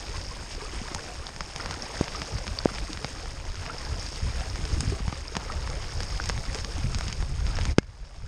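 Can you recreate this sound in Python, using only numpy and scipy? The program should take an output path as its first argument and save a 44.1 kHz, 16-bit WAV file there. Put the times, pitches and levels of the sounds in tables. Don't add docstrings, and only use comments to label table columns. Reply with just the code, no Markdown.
import sys
import numpy as np
from scipy import signal
from scipy.fft import rfft, irfft, next_fast_len
from scipy.io import wavfile

SR = 44100
rng = np.random.default_rng(int(sys.argv[2]) if len(sys.argv) > 2 else 0)


def output_pcm(signal):
    pcm = np.clip(np.atleast_2d(signal).T, -1, 1) * 32767
    wavfile.write(sys.argv[1], SR, np.round(pcm).astype(np.int16))


N = 364707
TIME = np.arange(N) / SR

# frequency_hz, level_db
FAR_RAIN_TONE = [(200, 8), (600, 8.5), (1300, 0), (2500, -22.5), (4000, 1), (7000, -12), (10000, 2),
                 (13000, 4.5), (15000, -42)]
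NEAR_RAIN_TONE = [(200, 2.5), (600, -8.5), (1300, 0), (2500, 3), (4000, 1), (7000, 2), (10000, 9),
                  (15000, -42)]
WIND_TONE = [(10, -12), (25, 0), (55, -1.5), (90, -7), (150, -16), (250, -39.5), (500, -47), (1500, -73)]
# rest_db, pull_db, shed_db, glide_db
PATTER_LEVELS = (-50.5, -48, -108.5, -50.5)
HISS_LEVELS = (-53.5, -55, -56.5, -51.5)
GURGLE_LEVELS = (-52.5, -53, -110, -64)
# start_s, slap_db, slap_hz, crack_db, crack_hz
BIG_DROPS = [(0.2145, -42, 3290.0, -26, 4100.0), (0.9478, -17.5, 1370.0, -12.5, 7950),
             (1.2678, -27, 950.0, -20, 3920), (1.3629, -24, 1440.0, -32, 6600.0),
             (1.4073, -15, 940, -27, 5700), (1.5612, -17, 1545, -19.5, 8640),
             (1.6451, -31, 1500, -37, 5000), (1.6597, -18, 935, -24, 5500.0),
             (1.7101, -18, 970.0, -22, 6800.0), (1.7412, -24.5, 1600.0, -26, 4900.0),
             (1.9141, -34, 1800, -37, 5000), (2.0021, -29, 1730, -36, 4900.0),
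             (2.0105, -23.5, 795, -23, 7000), (2.0416, -22, 1800, -30, 5200),
             (2.0811, -18, 1900, -34, 5000), (2.2184, -15.5, 1570, -28, 5950),
             (2.3848, -21.5, 1461, -38, 7900.0), (2.4681, -19.5, 1122, -29, 8000.0),
             (2.4788, -16, 1860, -43, 5300.0), (2.6504, -24, 940.0, -20, 7650),
             (2.7412, -28, 778, -31, 6200.0), (2.7844, -18.5, 2130.0, -38, 5600.0),
             (2.9313, -24, 2360.0, -19.5, 5250), (2.9737, -19, 1790, -39, 5000),
             (3.0455, -13.5, 800.0, -22, 4430), (3.6633, -20.5, 1400, -34, 5000),
             (4.0278, -35, 1280.0, -25, 6400.0), (4.4079, -22, 1454, -36, 6100.0),
             (4.5578, -22, 1210.0, -31, 5700.0), (4.6529, -22, 1570.0, -25.5, 5640),
             (4.8073, -19.5, 1350.0, -13, 8400), (5.0799, -20.5, 800, -31, 6000),
             (5.1257, -20, 900.0, -40, 7000.0), (5.3527, -16, 1280.0, -34, 6600.0),
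             (5.3672, -13, 1150.0, -15.5, 7200), (5.5216, -22.5, 1700, -29, 5500),
             (5.6748, -20, 994, -36, 5900.0), (5.7008, -32, 1900, -22.5, 6200),
             (6.0048, -19, 890.0, -24, 4700.0), (6.032, -25, 1420.0, -20.5, 6800.0),
             (6.1754, -32, 2970.0, -23, 3730), (6.2399, -21, 2400, -29, 5500),
             (6.258, -25, 1215, -16, 8500.0), (6.2912, -22, 1700.0, -11.5, 8200.0),
             (6.2974, -10, 1070, -28, 5500.0), (6.3777, -20, 1598, -42, 4300.0),
             (6.463, -25, 1570.0, -36.0, 5340), (6.5466, -19.5, 1488, -18, 7300),
             (6.5543, -27, 780.0, -23, 7000.0), (6.5875, -20, 2220.0, -36, 7300.0),
             (6.6468, -19, 1970.0, -23, 5460), (6.9465, -14.5, 2380, -24, 7250),
             (6.9861, -25, 750, -14.5, 7700), (7.0095, -16.5, 1228, -24, 8400),
             (7.0814, -19, 2150.0, -23, 7050), (7.1001, -25, 1310.0, -31, 6200.0),
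             (7.127, -17.5, 2590.0, -24, 6200.0), (7.2255, -20.5, 890, -40, 7100.0),
             (7.4665, -22, 1900, -32, 5000), (7.5687, -19, 1940, -28, 4180),
             (7.5875, -15, 510, -25, 6900.0), (7.6119, -18.5, 1900, -42, 4000),
             (7.6186, -24, 2450.0, -31, 5930), (7.6535, -15, 1400, -20, 7550),
             (7.7842, -14, 1300.0, -12, 6200), (7.8304, -37, 1200, -44.5, 7500)]
# (softness rounds the push's edges, a lean under 1 makes it peak early, knock_db adds to level_db)
OPENING_POPS = [(2.0101, -6, 0.002, 0.85, 1.9, 29, -50), (2.6569, 0.5, 0.0019, 2.2, 0.66, 146, -56),
                (3.046, -19.5, 0.0027, 1, 0.62, 70, -58), (4.226, -16, 0.01, 2.1, 0.9, 25, -60),
                (4.732, -14.5, 0.02, 1.3, 0.78, 13, -60), (5.004, -21.5, 0.0039, 1.1, .72, 40, -55),
                (5.078, -13.5, 0.007, 2, 0.99, 17, -47), (5.1263, -24, 0.0036, 2.1, 0.94, 50, -46),
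                (5.3679, -20, 0.0033, 1.7, 0.52, 74, -35), (6.849, -13, 0.0087, 3.3, 1.15, 28, -60),
                (7.784, 2, 0.0016, 0.57, 0.55, 77, -36)]
# pitch_hz, level_db, ring_s (a ring_s is the time to fade by 60 dB)
CASE_NOTES = [(780, 19, 0.011), (1030, 11, 0.013), (1400, 25.5, 0.0057), (1670, 17.5, 0.019),
              (2140, 2, 0.047), (2650, 15, 0.015), (3160, 7, 0.012), (3630, 10, 0.004), (4700, 6, 0.007),
              (5500, 0, 0.0067)]
# start_s, pull_s, pull_db, shed_db, glide_db
OAR_STROKES = [(-0.45, 0.57, -1.5, 3, -2), (1.518, 0.69, 2.5, 3, -1.5), (3.57, 0.43, -1, 4.5, 0),
               (5.346, 0.775, 0, 5, 0), (7.399, 0.74, 1, -21.5, -19.5)]
# start_s, level_db, pitch_hz, ring_s
RINGING_TONES = [(0.142, -34.5, 1020, 0.12), (0.311, -36, 1030, 0.11), (0.606, -36.5, 1114, 0.078),
                 (0.622, -34, 405, 0.12), (0.651, -38, 1200, 0.098), (0.681, -40, 1070, 0.06),
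                 (0.815, -26, 215, 0.036), (0.866, -39, 1160, 0.089), (0.883, -26, 1600, 0.0094),
                 (0.915, -31, 290, 0.048), (0.96, -33, 880, 0.05), (1.079, -29.5, 1420, 0.017),
                 (1.095, -36.5, 693, 0.11), (1.599, -26.5, 1310, 0.038), (1.61, -33.5, 5070, 0.016),
                 (1.822, -24, 5300, 0.0073), (2.149, -28, 1180, 0.06), (2.1593, -28, 5500, 0.006),
                 (2.5875, -21, 3450, 0.0091), (2.588, -16.5, 4400, 0.0072), (2.69, -23, 1300, 0.01),
                 (2.7487, -33, 4870, 0.007), (2.895, -33.5, 295, 0.16), (3.678, -34, 640, 0.059),
                 (3.698, -26, 1310, 0.051), (3.745, -37, 445, 0.054), (3.7825, -30.5, 4970, 0.0087),
                 (3.925, -37, 422, 0.081), (4.011, -32, 5130, 0.007), (4.057, -32, 6200, 0.005),
                 (4.345, -39, 476, 0.14), (4.417, -33.5, 714, 0.065), (4.5, -29, 5250, 0.0052),
                 (4.715, -35, 293, 0.2), (4.8055, -29, 4900, 0.011), (4.806, -15, 8340, 0.0083),
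                 (4.83, -32, 252, 0.1), (4.922, -22.5, 373, 0.056), (5.127, -27.5, 1110, .03),
                 (5.2808, -28, 4860, 0.006), (5.321, -38, 445, 0.07), (5.463, -34.5, 505, 0.076),
                 (5.5, -23.5, 1210, 0.03), (5.738, -34, 524, 0.11), (6.2, -15.5, 1400, 0.01),
                 (6.276, -37, 5200, 0.006), (6.4533, -32, 4760, 0.006), (6.552, -28.5, 410, 0.059),
                 (6.843, -19.5, 149, 0.065), (7.555, -29, 5300, 0.0066)]
# start_s, hold_s, level_db
BOAT_SPLASHES = [(0.87, 0.11, -45.5), (1.616, 0.13, -46), (2.683, .05, -49), (3.652, 0.052, -48),
                 (5.485, 0.054, -45.5), (7.55, 0.045, -52.5)]
# time_s, level_db
BREEZE_LEVELS = [(0, -38.5), (1.9, -41), (2.5, -38), (3.8, -33.5), (4.5, -34.5), (5.3, -37), (5.9, -34.5),
                 (7.2, -29)]
# start_s, length_s, level_db, swirl_hz
WIND_GUSTS = [(0.077, 0.24, -38.5, 63.3), (1.677, 0.08, -40, 59), (2.318, 0.04, -28, 80),
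              (2.468, 0.091, -33.5, 54), (4.012, 0.035, -34, 74.5), (4.213, 0.086, -29, 70.6),
              (4.317, 0.094, -30, 48), (4.455, 0.099, -31.5, 61.5), (4.585, 0.057, -27, 55.6),
              (4.697, 0.05, -25, 56), (4.771, 0.12, -29.5, 76.6), (4.869, 0.065, -26, 75.6),
              (5.002, 0.088, -31, 57.5), (5.599, 0.18, -34, 58), (6.05, 0.17, -36, 53),
              (6.302, 0.075, -31.5, 84.5), (6.366, 0.034, -36, 47), (6.764, 0.06, -33, 52),
              (6.836, 0.076, -31.5, 66), (6.948, 0.025, -27, 49.4), (7.187, 0.04, -27, 45),
              (7.281, 0.04, -26.5, 62), (7.356, 0.089, -30, 49), (7.469, 0.11, -27.5, 47.6),
              (7.579, 0.069, -26.5, 57), (7.656, 0.077, -24, 64)]
# centre_hz, width_hz, gain_db
HOUSING_BANDS = [(4120, 81, -9.5), (4820, 290, 3), (5323, 1130, 10), (6110, 890, -4), (6490, 330, 11),
                 (9040, 3800, -7.5)]


def rain(stroke):
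    flicker, flurry = from_db(1.2 * drift(18)), from_db(1.2 * drift(9))
    far = rms_one(colour(rng.standard_normal(N), FAR_RAIN_TONE)) * flicker
    clicks = rms_one(impacts(per_s=1900, spread_db=1.5))
    splats = bubbles(per_s=4200, low_hz=537, high_hz=9100, cycles=13, spread_db=3)
    near = rms_one(colour(splats + from_db(-5) * clicks, NEAR_RAIN_TONE)) * flurry
    downpour = from_db(2.5) * far + from_db(5.5) * near
    lows = cut(downpour, 1830, "low", order=1)
    spray = bubbles(per_s=600, low_hz=4200, high_hz=9000, cycles=22, spread_db=2.9)
    plinks = bubbles(per_s=150, low_hz=800, high_hz=2400, cycles=26, spread_db=3, count=16)
    patter = lows + from_db(-4) * plinks
    hiss = downpour - lows + from_db(-15.5) * spray
    return stirred(PATTER_LEVELS, stroke) * patter + stirred(HISS_LEVELS, stroke) * hiss


def housing_ticks(drops, spatter_s=0.0035, shudder_s=0.0078):
    out, t = np.zeros(N), TIME[:2048]
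    for start_s, slap_db, slap_hz, crack_db, crack_hz in drops:
        spatter = 0.059 * rng.standard_normal(len(t)) * np.exp(-t / spatter_s)
        hit = (t == 0) + spatter
        slap = cut(hit, [slap_hz / 2.3, slap_hz * 1.8], "band", order=1)
        slap = cut(slap, 2.2 * slap_hz, "low", order=1)
        snap = 0.1 * cut(hit, 8500, "high")
        crack = cut(hit, [crack_hz / 1.35, crack_hz * 1.35], "band", order=1) + snap
        shudder_hz = 171 * rng.uniform(0.83, 1.27)
        shudder = np.sin(2 * np.pi * shudder_hz * t) * np.exp(-t / shudder_s)
        thud = peak_one(slap) + from_db(-13.5) * shudder
        add(out, start_s, from_db(slap_db) * thud - from_db(crack_db) * peak_one(crack))
    return out


def small_ticks(per_s=11):
    times = TIME[rng.random(N) < per_s / SR]
    slap, slap_spot, crack, crack_spot = rng.uniform(-1.1, 1, (len(times), 4)).T
    slap_db, slap_hz = -29.5 + 1.5 * slap, 1500 * 2.2 ** slap_spot
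    crack_db, crack_hz = -37.5 + 1.5 * crack, 5800 * 0.74 ** crack_spot
    return housing_ticks(zip(times, slap_db, slap_hz, crack_db, crack_hz))


def pops():
    out, t = np.zeros(N), TIME[:4096]
    knock = sum((-1) ** k * from_db(level_db) * ring(t == 0, pitch_hz, ring_s)
                for k, (pitch_hz, level_db, ring_s) in enumerate(CASE_NOTES))
    for start_s, level_db, push_s, softness, lean, leak_hz, knock_db in OPENING_POPS:
        push = np.abs(np.sin(np.pi * (t / push_s) ** lean)) ** softness * (t < push_s)
        pressure = cut(cut(push, leak_hz, "high", order=1), leak_hz, "high", order=1)
        add(out, start_s, from_db(level_db) * (pressure + from_db(knock_db) * knock))
    return out


def rowing():
    pull = shed = glide = 0
    for start_s, pull_s, pull_db, shed_db, glide_db in OAR_STROKES:
        lift_s = start_s + pull_s
        pull += from_db(pull_db) * swell(start_s, rise_s=0.08, hold_s=pull_s - 0.08, fade_s=0.21)
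        shed += from_db(shed_db) * swell(lift_s - 0.45, rise_s=0.45, hold_s=0.18, fade_s=0.029)
        glide += from_db(glide_db) * swell(lift_s + 0.2, rise_s=0.041, hold_s=0.68, fade_s=0.22)
    return pull, shed, glide


def stirred(levels_db, stroke):
    return np.sqrt(sum((from_db(db) * part) ** 2 for db, part in zip(levels_db, (1, *stroke))))


def gurgles(stroke):
    pull, shed, glide = stroke
    per_s = 100 * from_db(4.4 * drift(7))
    gurgle = bubbles(per_s, low_hz=264, high_hz=950, cycles=13, spread_db=1.5)
    slosh = bubbles(per_s=60, low_hz=132, high_hz=440, cycles=18, spread_db=4.5, count=12)
    return stirred(GURGLE_LEVELS, stroke) * gurgle + from_db(-51.5) * glide * slosh


def tones(rows, rise=0.205):
    out, t = np.zeros(N), TIME[:8192]
    for start_s, level_db, pitch_hz, ring_s in rows:
        phase = 2 * np.pi * pitch_hz * t * (1 + rise * np.minimum(t / ring_s, 1))
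        add(out, start_s, np.sin(phase) * from_db(level_db - 60 * t / ring_s))
    return out


def burbles(stroke, low_hz=407.6, high_hz=1612, cycles=78):
    pull, shed, glide = stroke
    per_s = 24 * (pull + glide)
    times = TIME[rng.random(N) < per_s / SR]
    loudness, smallness = rng.random((len(times), 2)).T
    level_db = -45 + 5 * loudness
    pitch_hz = low_hz * (high_hz / low_hz) ** smallness
    return tones(zip(times, level_db, pitch_hz, cycles / pitch_hz))


def splashes(stroke):
    pull, shed, glide = stroke
    bursts = sum(from_db(level_db) * swell(start_s, rise_s=0.022, hold_s=hold_s, fade_s=0.014)
                 for start_s, hold_s, level_db in BOAT_SPLASHES)
    swarm = bubbles(per_s=260, low_hz=550, high_hz=2100, cycles=28, spread_db=2.5, count=16)
    droplets = bubbles(per_s=330, low_hz=4400, high_hz=5900, cycles=22, spread_db=3.2, count=8)
    return bursts * swarm + from_db(-56) * shed * droplets


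def wind(rise_s=0.008, fade_s=0.014):
    breeze_db = np.interp(TIME, *np.transpose(BREEZE_LEVELS))
    swirls = from_db(2.8 * drift(9))
    out = from_db(breeze_db) * rms_one(colour(rng.standard_normal(N), WIND_TONE) * swirls)
    t = TIME[:16384]
    for start_s, length_s, level_db, swirl_hz in WIND_GUSTS:
        shape = np.clip(t / rise_s, 0, 1) * np.exp(-np.maximum(t - length_s, 0) / fade_s)
        gust = shape * cut(rng.standard_normal(len(t)), [swirl_hz / 1.73, swirl_hz * 1.4], "band")
        add(out, start_s, from_db(level_db) * rms_one(gust) * np.sqrt(np.mean(shape ** 2)))
    return out


def housing(x):
    for centre_hz, width_hz, gain_db in HOUSING_BANDS:
        tuning = -2 * np.cos(2 * np.pi * centre_hz / SR)
        width, gain = np.pi * width_hz / SR, from_db(gain_db / 2)
        boost, damp = width * gain, width / gain
        x = signal.lfilter([1 + boost, tuning, 1 - boost], [1 + damp, tuning, 1 - damp], x)
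    return x


def bubbles(per_s, low_hz, high_hz, cycles, spread_db, count=24):
    births, sizes = impacts(per_s, spread_db), rng.integers(0, count, N)
    pitches = np.geomspace(low_hz, high_hz, count)
    return rms_one(sum(ring(births * (sizes == k), hz, cycles / hz) * np.sqrt(hz)
                       for k, hz in enumerate(pitches)))


def impacts(per_s, spread_db):
    nearness = np.minimum(rng.exponential(1, N), 4.5)
    return (rng.random(N) < per_s / SR) * from_db(spread_db * nearness) * rng.choice([-1, 1], N)


def ring(clicks, pitch_hz, ring_s):
    decay, step = from_db(-60 / (ring_s * SR)), 2 * np.pi * pitch_hz / SR
    return signal.lfilter([0, np.sin(step)], [1, -2 * decay * np.cos(step), decay ** 2], clicks + 1e-18)


def swell(start_s, rise_s, hold_s, fade_s):
    age = TIME - start_s
    return np.clip(age / rise_s, 0, 1) * np.exp(-np.maximum(age - rise_s - hold_s, 0) / fade_s)


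def drift(rate_hz):
    memory = np.exp(-80 * np.pi * rate_hz / SR)
    noise = rng.standard_normal(N // 40 + 2002)
    slow = signal.lfilter([1], [1, -2 * memory, memory ** 2], noise)[2000:]
    return np.interp(np.arange(N) / 40, np.arange(len(slow)), rms_one(slow))


def colour(x, tone):
    hz, db = np.transpose(tone)
    size = next_fast_len(N + 8192)
    size += size % 2
    bins_hz = np.maximum(np.arange(size // 2 + 1) * SR / size, 1)
    gains = from_db(np.interp(np.log(bins_hz), np.log(hz), db))
    cepstrum = irfft(np.log(gains))
    cepstrum[1:size // 2] *= 2
    cepstrum[size // 2 + 1:] = 0
    return irfft(rfft(x, size) * np.exp(rfft(cepstrum)))[:N]


def cut(x, hz, kind, order=2):
    sections = signal.butter(order, np.clip(hz, 10, .45 * SR), kind, fs=SR, output="sos")
    return signal.sosfilt(sections, x + 1e-18)


def add(out, start_s, sound):
    i = int(round(start_s * SR))
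    out[i:i + len(sound)] += sound[:N - i]


def from_db(db):
    return 10 ** (np.asarray(db) / 20)


def rms_one(x):
    return x / np.sqrt(np.mean(x ** 2) + 1e-20)


def peak_one(x):
    return x / np.max(np.abs(x))


def scene(dip_at_s=7.722, fall_s=0.023, recovery_db_per_s=14.5):
    since_dip = TIME - dip_at_s
    dip_db = np.clip(since_dip / fall_s, 0, 1) * (-18.5 + recovery_db_per_s * since_dip)
    stroke = rowing()
    water = rain(stroke) + gurgles(stroke) + splashes(stroke) + burbles(stroke)
    rumble = from_db(0.73 * dip_db) * wind()
    hits = housing_ticks(BIG_DROPS) + pops()
    around = from_db(dip_db) * (water + tones(RINGING_TONES) + small_ticks()) + rumble
    return housing(around + hits)[None]


def record(dry, edge_hz=9400, cutoff_hz=14200):
    clipped = np.clip(dry, -.72, .72)
    body = signal.sosfilt(signal.cheby1(10, .3, edge_hz, fs=SR, output="sos"), clipped)
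    faint_top = from_db(-21) * cut(clipped, 9700, "high", order=4)
    return cut(body + faint_top, cutoff_hz, "low", order=12)


dry = scene()
out = record(dry)
output_pcm(out)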